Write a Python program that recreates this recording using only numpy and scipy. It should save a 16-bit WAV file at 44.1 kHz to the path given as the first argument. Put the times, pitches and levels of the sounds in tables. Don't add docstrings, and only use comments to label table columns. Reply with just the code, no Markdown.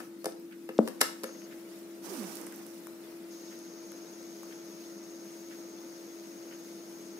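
import sys
import numpy as np
from scipy import signal
from scipy.fft import rfft, irfft, next_fast_len
from scipy.io import wavfile
from scipy.ndimage import uniform_filter1d

SR = 44100
rng = np.random.default_rng(int(sys.argv[2]) if len(sys.argv) > 2 else 0)


def boost(x):
    u = np.asarray(x, float) / 20
    return 10 ** u


def bounce(signal):
    frames = np.transpose(np.atleast_2d(signal))
    limited = np.clip(frames, -1, 1)
    pcm = np.round(limited * 32767).astype(np.int16)
    wavfile.write(sys.argv[1], SR, pcm)


N = 317079
LAG = 7


def rms_one(x):
    return x / np.sqrt(np.mean(x ** 2) + 1e-20)


def in_time(rows, off=None):
    s, *columns = np.transpose(rows)
    return [np.interp(np.arange(N) / SR, s, column, left=off, right=off) for column in columns]


def at_hz(points, hz):
    point_hz, value = np.transpose(points)
    return np.interp(np.log(hz), np.log(point_hz), value)


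def drift(rate):
    count = int(N / SR * rate * 2) + 2
    return np.interp(np.arange(N), np.linspace(0, N, count), rng.standard_normal(count))


def pan(db):
    return boost(np.array([[db / 2], [-db / 2]]))


# (frequency [Hz], likeness [0 to 1])
LIKENESS = [(60, 0.51), (290, 1), (640, 0.59), (1400, 0.16), (3000, 0.065), (15000, 0.031)]


def noise(spectrum):
    size = next_fast_len(N)
    hz = np.maximum(np.arange(size // 2 + 1) * SR / size, 1)
    mid, side = rfft(rng.standard_normal((2, size)))
    alike = np.clip(at_hz(LIKENESS, hz), 0, 1)
    pair = np.sqrt(1 + alike) * mid + np.sqrt(1 - alike) * side * [[1], [-1]]
    return rms_one(irfft(pair * boost(at_hz(spectrum, hz)), size)[:, :N])


def patchy(x, depth_db):
    _, _, cells = signal.stft(x, nperseg=1024)
    _, bins, frames = cells.shape
    gain = rng.standard_normal((2, bins // 3 + 1, frames // 2 + 1))
    gain = gain.repeat(3, axis=1).repeat(2, axis=2)[:, :bins, :frames]
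    _, out = signal.istft(cells * boost(depth_db * gain), nperseg=1024)
    return rms_one(out[:, :N])


def ring(x, modes):
    out = 0
    for hz, db, t60 in modes:
        r = boost(-60 / (t60 * SR))
        w = 2 * np.pi * hz / SR
        out = out + signal.lfilter([0, boost(db) * np.sin(w)], [1, -2 * r * np.cos(w), r * r], x + 1e-18)
    return out


def bursts(times, dbs, t60s, pans):
    out = np.zeros((2, N))
    for s, db, t60, side_db in zip(times, dbs, t60s, pans):
        i = round(s * SR)
        t = np.arange(min(N - i, SR // 4)) / SR
        onset = np.minimum(t / 0.00013, 1)
        out[:, i:i + len(t)] += boost(db - 60 * t / t60) * onset * pan(side_db)
    return out


def lines(table, wander_hz, flicker_db):
    out = 0
    for hz, db in table:
        phase = 2 * np.pi * np.cumsum(hz + wander_hz * drift(6)) / SR + rng.uniform(0, 6.15)
        lag = np.array([[LAG], [0]]) * 2 * np.pi * hz / SR
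        out = out + boost(db + flicker_db * drift(8)) * np.sin(phase - lag)
    return np.sqrt(2) * out


# (time [s], whirr level [dB], hiss level [dB])
AIR_LEVELS = [(0, -54, -58), (.1, -63, -66), (.66, -63, -66.5), (.81, -62, -66), (.87, -60, -60),
              (.93, -61, -64), (1.2, -60, -63), (1.41, -58.5, -62), (2.01, -59, -62), (2.9, -59, -62),
              (3.25, -58.5, -62), (3.61, -57.5, -62), (5.4, -57.5, -62), (7.19, -57.5, -62)]
# (frequency [Hz], density [dB per Hz])
RUMBLE = [(25, -56), (60, -29), (110, -25.5), (150, -11.5), (195, -1), (240, -2), (290, -0.5), (350, -0.5),
          (420, -27), (600, -57)]
# (frequency [Hz], density [dB per Hz])
WHIRR = [(220, -31), (380, -3), (414, 0), (546, -4), (585, -7.5), (638, -8.5), (746, -14), (849, -9.5),
         (1100, -13.5), (1320, -10.5), (3000, -23), (3900, -61), (6600, -120)]
# (frequency [Hz], density [dB per Hz])
AIR_HISS = [(1180, -24), (2000, 1), (2570, -2.5), (3780, -1.5), (4600, -1), (5370, 0.5), (6170, -1.5),
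            (6660, -0.5), (7390, -3.5), (11800, -2.5), (15600, -3)]


def air():
    whirr_db, hiss_db = in_time(AIR_LEVELS)
    rumble = boost(-55 + 0.3 * drift(4.5)) * noise(RUMBLE)
    whirr = boost(whirr_db + 1.35 + 0.74 * drift(4.2)) * noise(WHIRR)
    hiss = boost(hiss_db + 6.0 + 0.92 * drift(7.2)) * patchy(noise(AIR_HISS), depth_db=4.5)
    return (rumble + whirr) * pan(3.3) + hiss * pan(0.96)


# (frequency [Hz], rms level [dB])
MAINS_HUM = [(199.2, -64), (290.7, -70.5)]
# (frequency [Hz], rms level [dB])
MOTOR = [(414.5, -68), (543.7, -68), (624.5, -66.5), (667.5, -72), (705.2, -72.5)]


def drone():
    fan_hz, fan_db = 336.7, -48
    running = np.clip((np.arange(N) / SR - 1.05) / .3, 0, 1)
    fan = lines([(fan_hz, fan_db)], wander_hz=0.39, flicker_db=0.55)
    hum = lines(MAINS_HUM, wander_hz=1.74, flicker_db=1.0)
    motor = running * lines(MOTOR, wander_hz=1.17, flicker_db=2.0)
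    return (fan + hum + motor) * pan(2.1)


# (time [s], crack peak [dB], clack level [dB], cabinet level [dB],
# rattle t60 [s], left-right difference [dB])
KNOCKS = [(.0024, -38, -45, -45.5, 0.026, 8.5), (0.2436, -29, -45.5, -31.5, 0.017, 0),
          (0.2565, -21.5, -37.5, -32, .022, 1), (0.265, -47, -50, -29, 0.019, 0.5),
          (0.6897, -41, -43, -37.5, 0.032, 2), (0.8754, -26.5, -35, -44, 0.018, 4.5),
          (0.8844, -31, -47, -40, .021, -3), (1.0064, -23, -43, -50, 0.022, 7),
          (1.0108, -9, -28.5, -38, 0.023, 3.5), (1.0136, -8, -21.5, -28.5, 0.013, 3),
          (1.0157, -18.5, -35, -33, 0.034, 2), (1.2342, -24.5, -45, -34, 0.024, -2),
          (1.241, -28, -36.5, -31, 0.016, 3.5), (1.2914, -50, -50, -45, 0.023, 1)]
# (frequency [Hz], density [dB per Hz])
CRACK = [(1470, -16.5), (2500, -15), (3370, -10), (5460, -2), (6270, -10.5), (9120, -4), (9930, -7),
         (11100, -5.5), (15600, -15.5)]
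# (frequency [Hz], level [dB], t60 [s])
PANELS = [(835, -16.5, 0.016), (1000, -13, 0.015), (1165, -9.5, 0.019), (1305, -6.5, .018),
          (1500, -4, 0.011), (1740, -4, 0.012), (2070, -5.5, 0.0082), (2600, -9, 0.0086)]
# (frequency [Hz], level [dB], t60 [s])
CABINET = [(240, -7, 0.19), (325, -3, .07), (438, 3, 0.086), (508.3, 6, 0.082), (603, -4, 0.035)]


def knocks():
    s, crack_db, clack_db, cabinet_db, t60, side_db = np.transpose(KNOCKS)
    grit = boost(1.65 * rng.exponential(1, N // 8 + 1)).repeat(8)[:N]
    crackle = noise(CRACK) * rms_one(grit) * bursts(s, crack_db - 7, t60, np.full(len(s), 1.6))
    rattle = rng.standard_normal(N) * bursts(s, clack_db - 13, 1.35 * t60, side_db + 1.5)
    push = rng.standard_normal(N) * bursts(s, cabinet_db - 24, t60, side_db + 1.3)
    return crackle + ring(rattle, PANELS) + ring(push, CABINET)


# (frequency [Hz], t60 [s])
ROOM_T60 = [(150, 0.51), (1000, 0.35), (4000, 0.39), (15000, 0.25)]


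def room(x):
    t = np.arange(SR // 2) / SR
    tail = 0
    for hz in 177 * 2. ** np.arange(7):
        band = signal.butter(2, [hz / np.sqrt(2), hz * np.sqrt(2)], "band", fs=SR, output="sos")
        grain = signal.sosfilt(band, rng.standard_normal((2, len(t))))
        tail = tail + grain * boost(-60 * t / at_hz(ROOM_T60, hz))
    tail = tail * np.clip((t - .004) / 0.0078, 0, 1)
    return signal.fftconvolve(x, tail / np.sqrt(np.sum(tail[0] ** 2)), axes=1)[:, :N]


# (time [s], peak level [dB], centre [Hz], width [octaves], left-right difference [dB])
TICKS = [(0.3224, -40.5, 4500, 0.66, 2), (.398, -43, 13000, .6, 2), (0.7814, -32, 2770, 1.8, 1.5),
         (0.7897, -39, 4000, 2.7, 10), (1.419, -43.5, 1620, 1.1, 9), (2.05, -49, 6000, 2.5, -7),
         (2.242, -37, 2000, 1.9, -6), (2.30, -42, 7020, 1.5, -5), (2.355, -25, 10000, 1.5, -6),
         (2.37, -31, 6540, 0.91, -9), (2.414, -32.5, 9000, 0.82, -4), (2.467, -31, 9000, 0.77, 0),
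         (2.470, -39.5, 1500, 1.4, -3), (2.524, -34, 8500, 1.2, 4), (2.561, -34, 12000, 0.73, 0),
         (2.666, -34, 8900, 1.4, -13), (2.8702, -33.5, 9000, 1.4, 16), (2.870, -39.5, 1200, 1.1, 13),
         (3.167, -43, 9000, 1.5, -3), (3.59, -39, 9000, 1.4, 5), (3.919, -35, 8000, 1.6, 10),
         (3.920, -46, 1200, 1, 8), (4.432, -41, 1000, 0.76, 6), (4.433, -37, 9000, 1.3, 11)]


def ticks():
    length = 600
    out = np.zeros((2, N))
    snaps = rng.standard_normal((len(TICKS), 2, length))
    for (s, db, hz, octaves, side_db), snap in zip(TICKS, snaps):
        snap = snap if hz > 5000 else snap[[0, 0]]
        snap = snap + 5 * (np.arange(length) == 0)
        snap = snap * np.exp(-np.arange(length) / 44.0)
        edges = np.clip([hz * 2 ** (-octaves / 2), hz * 2 ** (octaves / 2)], 100, .45 * SR)
        snap = signal.sosfilt(signal.butter(2, edges, "band", fs=SR, output="sos"), snap)
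        i = round(s * SR)
        peak = np.abs(snap).max(axis=1, keepdims=True)
        out[:, i:i + length] += boost(db) * pan(side_db) * snap / peak
    return out


def clock():
    s = .51 + np.arange(7)
    both = np.concatenate([s, s + 0.013])
    shape = bursts(both, -55 + rng.normal(0, 1.0, 14), np.full(14, .12), np.zeros(14))
    return noise([(900, -27), (1500, 2), (2100, -2), (3200, -8), (5000, -21)]) * shape


# (frequency [Hz], level [dB], t60 [s])
THUMP = [(488, 3, 0.01), (229, -17, 0.18), (257, -21, .1), (312, -21, 0.17), (450, -30.5, 0.097),
         (395, -37.5, 0.13), (705, -9, 0.0062), (1200, -13.5, .008)]


def thump():
    time_s, level_db, soft_hz = .7893, -3.5, 840
    click = np.zeros(N)
    click[round(time_s * SR)] = -boost(level_db)
    soft = signal.sosfilt(signal.butter(2, soft_hz, fs=SR, output="sos"), click)
    return ring(soft, THUMP) * pan(2.5)


# (time [s], level [dB])
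BUZZ = [
    (0, -100),
    (1.24, -100),
    (1.26, -61),
    (1.45, -62),
    (1.49, -100),
    (3.29, -100),
    (3.31, -61),
    (7.19, -63),
]
# (frequency [Hz], density [dB per Hz])
SIZZLE = [(2500, -60), (3500, -12.5), (4300, -8.5), (5300, -3), (6000, -6), (6500, -5.5), (7000, -15),
          (7600, -32), (9000, -60)]
WHISTLES = [5695.8, 6435.2, 6452.5]
# (distance [mains beats], rms level [dB])
SIDE_TONES = [
    [(-5, -80), (-3, -80), (-2, -76), (0, -75), (1, -76), (4, -79), (5, -80)],
    [(-2, -74), (-1, -77), (0, -67.5), (1, -65.5), (3, -80), (4, -81)],
    [(0, -70), (1, -71), (2, -82)],
]


def buzz():
    beat_hz = 100.07
    level = boost(in_time(BUZZ)[0])
    beat = 2 * np.pi * beat_hz * np.arange(N) / SR
    pulse = 1 + 0.29 * np.sin(beat) + 0.56 * np.sin(2 * beat) + 0.39 * np.sin(3 * beat)
    sizzle = noise(SIZZLE) * pulse
    tones = []
    for hz, row in zip(WHISTLES, SIDE_TONES):
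        tones += [(hz + k * beat_hz, db) for k, db in row]
    whistles = boost(61.5) * lines(tones, wander_hz=.8, flicker_db=1.5)
    return level * (sizzle * pan(3.5) + whistles * pan(5))


# (time [s], hiss level [dB], rub level [dB])
SLIDE = [(2.02, -70, -62), (2.045, -52.5, -49), (2.1, -49.5, -49.5), (2.2, -49.5, -47.5),
         (2.28, -51, -49.5), (2.37, -51, -51.5), (2.40, -55, -49.5), (2.46, -57.5, -52.5), (2.52, -61, -56),
         (2.6, -62, -56.5), (2.7, -62, -64), (2.8, -63, -70)]
# (frequency [Hz], density [dB per Hz])
SLIDE_HISS = [(1470, -33), (2500, -5.5), (3960, -7), (5760, 2), (7140, -4.5), (9700, -1.5), (11300, -6.5),
              (12500, -3), (15600, -6)]
# (frequency [Hz], density [dB per Hz])
SLIDE_RUB = [(150, 7.5), (300, 4.5), (600, -2.5), (1200, -5), (2500, -14), (4000, -22)]
# (time [s], slip rate [Hz], level [dB])
GROAN = [(2.08, 450, -56), (2.1, 411, -47), (2.125, 373, -50.5), (2.15, 314, -50), (2.175, 275, -42.5),
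         (2.205, 207, -39), (2.235, 193, -39), (2.265, 175, -48), (2.29, 150, -43), (2.32, 130, -56)]


def slide():
    hiss_db, rub_db = in_time(SLIDE, off=-120)
    slip_hz = in_time(GROAN)[0]
    groan_db = in_time(GROAN, off=-120)[1]
    phase = 2 * np.pi * np.cumsum(slip_hz * (1 + 0.0194 * drift(60))) / SR
    groan = np.sqrt(2) * (np.sin(phase) + 0.099 * np.sin(2 * phase))
    groan = uniform_filter1d(boost(groan_db), size=400) * groan * boost(4 * drift(45))
    hiss = boost(hiss_db + 2.0 + 2.0 * drift(40)) * patchy(noise(SLIDE_HISS), depth_db=3.5)
    rub = boost(rub_db + 3.5 + 2.2 * drift(25)) * noise(SLIDE_RUB)
    return (hiss + rub) * pan(-8) + groan * pan(-6.5)


def scene():
    clicks = knocks()
    clicks = np.array([np.roll(clicks[0], LAG), clicks[1]]) + ticks()
    door = thump()
    near = clicks + door + room(boost(-9.5) * clicks + boost(-14.5) * door) + slide()
    near = signal.sosfilt(signal.butter(8, 190, "high", fs=SR, output="sos"), near)
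    return near + clock() + buzz() + drone() + air()


def band_limit(x):
    return signal.sosfilt(signal.butter(12, 16470, fs=SR, output="sos"), x)


def record(dry):
    top_cut = signal.cheby2(16, 60, 16150, fs=SR, output="sos")
    mix = signal.sosfilt(top_cut, dry)
    return band_limit(mix)


dry = scene()
out = record(dry)
bounce(out)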